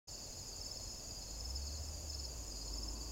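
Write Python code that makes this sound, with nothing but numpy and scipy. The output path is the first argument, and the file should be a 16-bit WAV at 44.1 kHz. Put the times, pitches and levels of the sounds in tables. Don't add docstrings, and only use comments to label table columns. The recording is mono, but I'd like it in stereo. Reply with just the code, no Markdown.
import sys
import numpy as np
from scipy import signal
from scipy.fft import rfft, irfft
from scipy.io import wavfile
from scipy.ndimage import uniform_filter1d

SR = 44100
rng = np.random.default_rng(int(sys.argv[2]) if len(sys.argv) > 2 else 0)


def unload_wav(signal):
    wavfile.write(
        sys.argv[1],
        SR,
        np.round(np.clip(np.atleast_2d(signal).T, -1, 1) * 32767).astype(np.int16),
    )


N = 137151


def undb(db):
    return 10 ** (np.asarray(db) / 20)


def level(x, db):
    return x * undb(db) / np.sqrt(np.mean(x ** 2))


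def pan(db):
    return undb(np.array([[db], [-db]]) / 2)


def clock():
    return np.arange(N) / SR


def walk(rate):
    hold = max(int(SR / rate), 1)
    steps = np.repeat(rng.standard_normal(N // hold + 1), hold)
    smooth = uniform_filter1d(uniform_filter1d(steps, hold), hold)
    return 1.3 * smooth[:N]


def tone(hz):
    return np.sin(2 * np.pi * np.cumsum(hz) / SR)


def over_hz(points):
    hz, value = np.array(points).T
    bins_hz = np.arange(N // 2 + 1) * SR / N
    return np.interp(np.log(bins_hz + 1e-9), np.log(hz), value)


# (frequency [Hz], correlation [0-1])
LEFT_RIGHT_LIKENESS = [(50, 1), (130, 0.58), (600, 0.55), (1400, 0.23), (4000, 0.43), (10000, 0)]


def wide_noise(colour):
    alike = np.clip(over_hz(LEFT_RIGHT_LIKENESS), 0, 1)
    mid, side = rfft(rng.standard_normal((2, N)))
    mid = mid * np.sqrt(1 + alike)
    side = side * np.sqrt(1 - alike) * np.array([[1], [-1]])
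    return irfft((mid + side) * undb(over_hz(colour)), N)


GARDEN_T60_S = 0.21


def garden(x, wet_db):
    t = clock()[:SR // 2]
    tail = rng.standard_normal((2, len(t))) * np.exp(-np.log(1000) * t / GARDEN_T60_S)
    tail /= np.sqrt(np.sum(tail ** 2, axis=1, keepdims=True))
    scattered = signal.fftconvolve(x[None], tail, axes=1)[:, :N]
    return (x + undb(wet_db) * scattered) / np.hypot(1, undb(wet_db))


SAG_S, OCTAVE_DB = 0.0039, -28
TOOTH_RATE, STROKE_ROUGH_DB = 300, 1.1


def strokes(rows, swell_s, stop_s, sag_hz):
    out = np.zeros(N)
    u = np.arange(-SR // 32, SR // 32) / SR
    swell = np.exp(-np.abs(u / swell_s) ** 0.84)
    stop = np.exp(-(u / stop_s) ** 2)
    shape = np.where(u < 0, swell, stop)
    sag = -sag_hz * np.tanh(u / SAG_S)
    for peak_s, hz, db in rows:
        at = int(peak_s * SR) + np.arange(len(u)) - len(u) // 2
        inside = (at >= 0) & (at < N)
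        pitch = hz + sag * (1 + 0.152 * rng.standard_normal()) + 20 * rng.standard_normal()
        stroke = undb(db) * shape * (tone(pitch) + undb(OCTAVE_DB) * tone(2 * pitch))
        out[at[inside]] += stroke[inside]
    roughness = undb(STROKE_ROUGH_DB * walk(TOOTH_RATE))
    return out * np.sqrt(2) * roughness


TRILL_JITTER_S, STROKE_SCATTER_DB, TOOTH_DB = 0.0035, 1, 2


def trill(hz, rate, sag_hz, rasp_hz, first_s=0, sharpness=2):
    turns = (clock() - first_s + TRILL_JITTER_S * walk(8)) * rate
    stroke = np.round(turns)
    phase = turns - stroke
    scatter_db = STROKE_SCATTER_DB * rng.standard_normal(N)[stroke.astype(int)]
    strength = undb(scatter_db + TOOTH_DB * walk(TOOTH_RATE))
    pulse = np.abs(np.cos(np.pi * phase)) ** sharpness
    return strength * pulse * tone(hz - sag_hz * phase + rasp_hz * walk(1100))


# (first syllable [s], first gap [s], level before echo, scatter and pan [dB])
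NEAR_CHIRPS = [(.616, 0.049, -41.5), (1.409, 0.048, -40.5), (2.103, .047, -40.5), (2.74, 0.046, -41)]
NEAR_HZ, NEAR_SAG_HZ, NEAR_PAN_DB, NEAR_WET_DB = 5170, 123.6, -6, -8
NEAR_SWELL_S, NEAR_STOP_S = .0054, .003
SLOWING_S, FIRST_SOFTER_DB = 0.0033, -0.5
WALL_S, WALL_DB = .00649, -6


def near_cricket(count=4):
    rows = []
    for first_s, gap, db in NEAR_CHIRPS:
        for k in range(count):
            peak_s = first_s + k * gap + SLOWING_S * k * (k - 1) / 2
            rows.append((peak_s, NEAR_HZ, db + FIRST_SOFTER_DB / (1 + k) ** 2))
    song = strokes(rows, NEAR_SWELL_S, NEAR_STOP_S, NEAR_SAG_HZ)
    echo = np.interp(clock() - WALL_S, clock(), song)
    return garden(song + undb(WALL_DB) * echo, NEAR_WET_DB) * pan(NEAR_PAN_DB)


# (first syllable [s], syllables [count], gap [s], pitch [Hz], level before scatter and pan [dB])
NEIGHBOUR_CHIRPS = [(.085, 4, 0.035, 5130, -50.5), (0.093, 4, 0.043, 4590, -49),
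                    (.275, 3, 0.059, 4270, -55), (.372, 3, 0.045, 5140, -51), (.43, 4, 0.043, 4900, -47),
                    (.532, 4, .051, 4600, -48.5), (0.746, 3, 0.054, 4300, -52),
                    (.808, 4, 0.035, 5070, -48.5), (.905, 3, 0.038, 5190, -48),
                    (1.005, 4, 0.054, 4667, -51), (1.11, 2, 0.061, 4863, -46),
                    (1.225, 4, .045, 5090, -50.5), (1.226, 3, 0.058, 4300, -51),
                    (1.575, 4, 0.051, 4590, -48), (1.62, 3, 0.048, 5200, -49), (1.631, 3, 0.061, 4340, -50),
                    (1.675, 3, .062, 4850, -51.5), (1.784, 3, 0.051, 5180, -49.5),
                    (1.951, 3, .054, 4746, -49.5), (2.134, 3, .056, 4290, -51.5),
                    (2.146, 4, .05, 4690, -49), (2.44, 3, .044, 5054, -54), (2.525, 3, 0.049, 4780, -46),
                    (2.57, 3, 0.055, 4320, -51), (2.62, 3, 0.033, 5120, -49.5),
                    (2.718, 4, .049, 4730, -50.5), (2.92, 4, 0.06, 5034, -51),
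                    (2.96, 3, 0.054, 4590, -48.5)]
NEIGHBOUR_SAG_HZ, NEIGHBOUR_SWELL_S, NEIGHBOUR_STOP_S = 149.4, 0.0092, 0.0046
NEIGHBOUR_PAN_DB, NEIGHBOUR_WET_DB = -2.5, 0.5


def neighbours():
    out = 0
    for first_s, syllables, gap, hz, db in NEIGHBOUR_CHIRPS:
        rows = [(first_s + k * gap, hz, db) for k in range(syllables)]
        song = strokes(rows, NEIGHBOUR_SWELL_S, NEIGHBOUR_STOP_S, NEIGHBOUR_SAG_HZ)
        out = out + garden(song, NEIGHBOUR_WET_DB)
    return out * pan(NEIGHBOUR_PAN_DB)


CHORUS_LOW_HZ, CHORUS_HIGH_HZ, CHORUS_DB, CHORUS_WET_DB = 4553, 5160, -57.5, -0.5
CHORUS_PERIOD_S, CHORUS_GAP_S = .42, .05


def chorus(count=12, size=4):
    out = 0
    pitches = np.linspace(CHORUS_LOW_HZ, CHORUS_HIGH_HZ, count)
    for hz, (lead, pace) in zip(pitches, rng.random((count, 2))):
        stretch = .85 + .3 * pace
        starts = (np.arange(count) - lead) * CHORUS_PERIOD_S * stretch
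        rows = [(s + k * CHORUS_GAP_S * stretch, hz, 0) for s in starts for k in range(size)]
        song = strokes(rows, NEIGHBOUR_SWELL_S, NEIGHBOUR_STOP_S, NEIGHBOUR_SAG_HZ)
        out = out + garden(song, CHORUS_WET_DB)
    return level(out, CHORUS_DB) * pan(NEIGHBOUR_PAN_DB)


# (frequency [Hz], relative density [dB])
HAZE_SPECTRUM = [(3900, -29), (4300, -0.5), (4700, -15.5), (5100, -0.5), (5500, -4), (5850, -2.5),
                 (6250, 1), (6950, 6.5), (7400, -3.5), (8000, -10), (8600, -36)]
HAZE_DB = -54


def haze():
    return level(wide_noise(HAZE_SPECTRUM), HAZE_DB) * pan(NEIGHBOUR_PAN_DB)


# (pitch [Hz], stroke rate [1/s], first stroke [s], level before scatter and pan [dB])
GROUND_TRILLS = [(6970, 11, 0.0297, -60), (6900, 11.93, 0.0652, -61), (6510, 11, 0.0377, -63.5),
                 (6495, 11.85, 0.0626, -64), (6390, 24.05, 0.0257, -66), (7000, 25.8, 0.0273, -62)]
TRILL_SAG_HZ, TRILL_RASP_HZ, TRILL_SHARPNESS = 297, 168.7, 2.9
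TRILL_WET_DB, TRILL_PAN_DB = -1, -2.5


def ground_crickets():
    out = 0
    for hz, rate, first_s, db in GROUND_TRILLS:
        song = trill(hz, rate, TRILL_SAG_HZ, TRILL_RASP_HZ, first_s, TRILL_SHARPNESS)
        out = out + garden(level(song, db), TRILL_WET_DB)
    return out * pan(TRILL_PAN_DB)


def tree_cricket():
    song = trill(hz=2648, rate=29, sag_hz=120, rasp_hz=110.1)
    return garden(level(song, -73.8), wet_db=3.0) * pan(TRILL_PAN_DB)


# (start [s], end [s])
THIN_TRILLS = [(.07, 0.16), (1.83, 1.98), (2.38, 2.68)]


def thin_trills():
    t = clock()
    sings = uniform_filter1d(sum(1. * (t > start) * (t < end) for start, end in THIN_TRILLS), size=1000)
    song = level(trill(hz=8180, rate=80, sag_hz=59.8, rasp_hz=50), -70.5)
    return garden(sings * song, TRILL_WET_DB) * pan(TRILL_PAN_DB)


# (time [s], firing rate [Hz], level of the firing tone before pan [dB])
ENGINE_REVS = [(.1, 42.9, -68), (.6, 44, -56.5), (1.2, 45.9, -57), (1.331, 50.14, -49), (1.44, 59, -46.5),
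               (1.542, 66.46, -44), (1.692, 72.2, -45), (1.93, 77, -48.5), (2.049, 75.1, -50),
               (2.149, 72, -46.5), (2.42, 52.47, -49.5), (2.6, 48.9, -48.5), (2.78, 51.7, -44.5),
               (3.1, 56.2, -48.5)]
ENGINE_OVERTONES = [-29, -29]
LOW_PAN_DB = -1


def engine():
    s, hz, db = np.array(ENGINE_REVS).T
    hz = uniform_filter1d(np.interp(clock(), s, hz), size=4000)
    hum = tone(hz)
    for k, overtone_db in enumerate(ENGINE_OVERTONES, 2):
        hum = hum + undb(overtone_db) * tone(k * hz)
    return np.sqrt(2) * hum * undb(np.interp(clock(), s, db)) * pan(LOW_PAN_DB)


# (time [s], level before waver and pan [dB])
CAR_LEVEL = [(0, -80), (2.0, -70.5), (2.45, -63), (2.85, -55.5), (3.1, -59)]
# (frequency [Hz], relative density [dB])
ROAD_SPECTRUM = [(100, -22), (150, -22), (200, -6), (290, 7), (380, -2.5), (500, -9.5), (700, -12.5),
                 (1050, -4.5), (1600, -30), (3000, -33)]
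CAR_WAVER_DB = 0.4


def car():
    s, db = np.array(CAR_LEVEL).T
    loudness_db = np.interp(clock(), s, db) + CAR_WAVER_DB * walk(9)
    return level(wide_noise(ROAD_SPECTRUM), 0) * undb(loudness_db) * pan(LOW_PAN_DB)


# (frequency [Hz], relative density [dB])
AIR_SPECTRUM = [(20, -69.5), (40, -62.5), (90, -62.5), (180, -74), (260, -74), (400, -76.5), (600, -74.5),
                (900, -80.5), (1400, -87.5), (2100, -91), (3400, -90.5), (8500, -90), (15500, -91.5)]
AIR_DB, AIR_WAVER_DB = -52, 0.4


def town_air():
    return level(wide_noise(AIR_SPECTRUM), AIR_DB) * undb(AIR_WAVER_DB * walk(5.2)) * pan(LOW_PAN_DB)


def scene():
    field_crickets = near_cricket() + neighbours() + chorus() + haze()
    trillers = ground_crickets() + tree_cricket() + thin_trills()
    road = engine() + car() + town_air()
    return field_crickets + trillers + road


START_S, FADE_S, TOP_HZ = .072, 0.015, 15750


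def record(dry):
    opened = dry * np.clip((clock() - START_S) / FADE_S, 0, 1)
    low_pass = signal.ellip(10, .1, 70, TOP_HZ, fs=SR, output="sos")
    return signal.sosfilt(low_pass, opened)


dry = scene()
out = record(dry)
unload_wav(out)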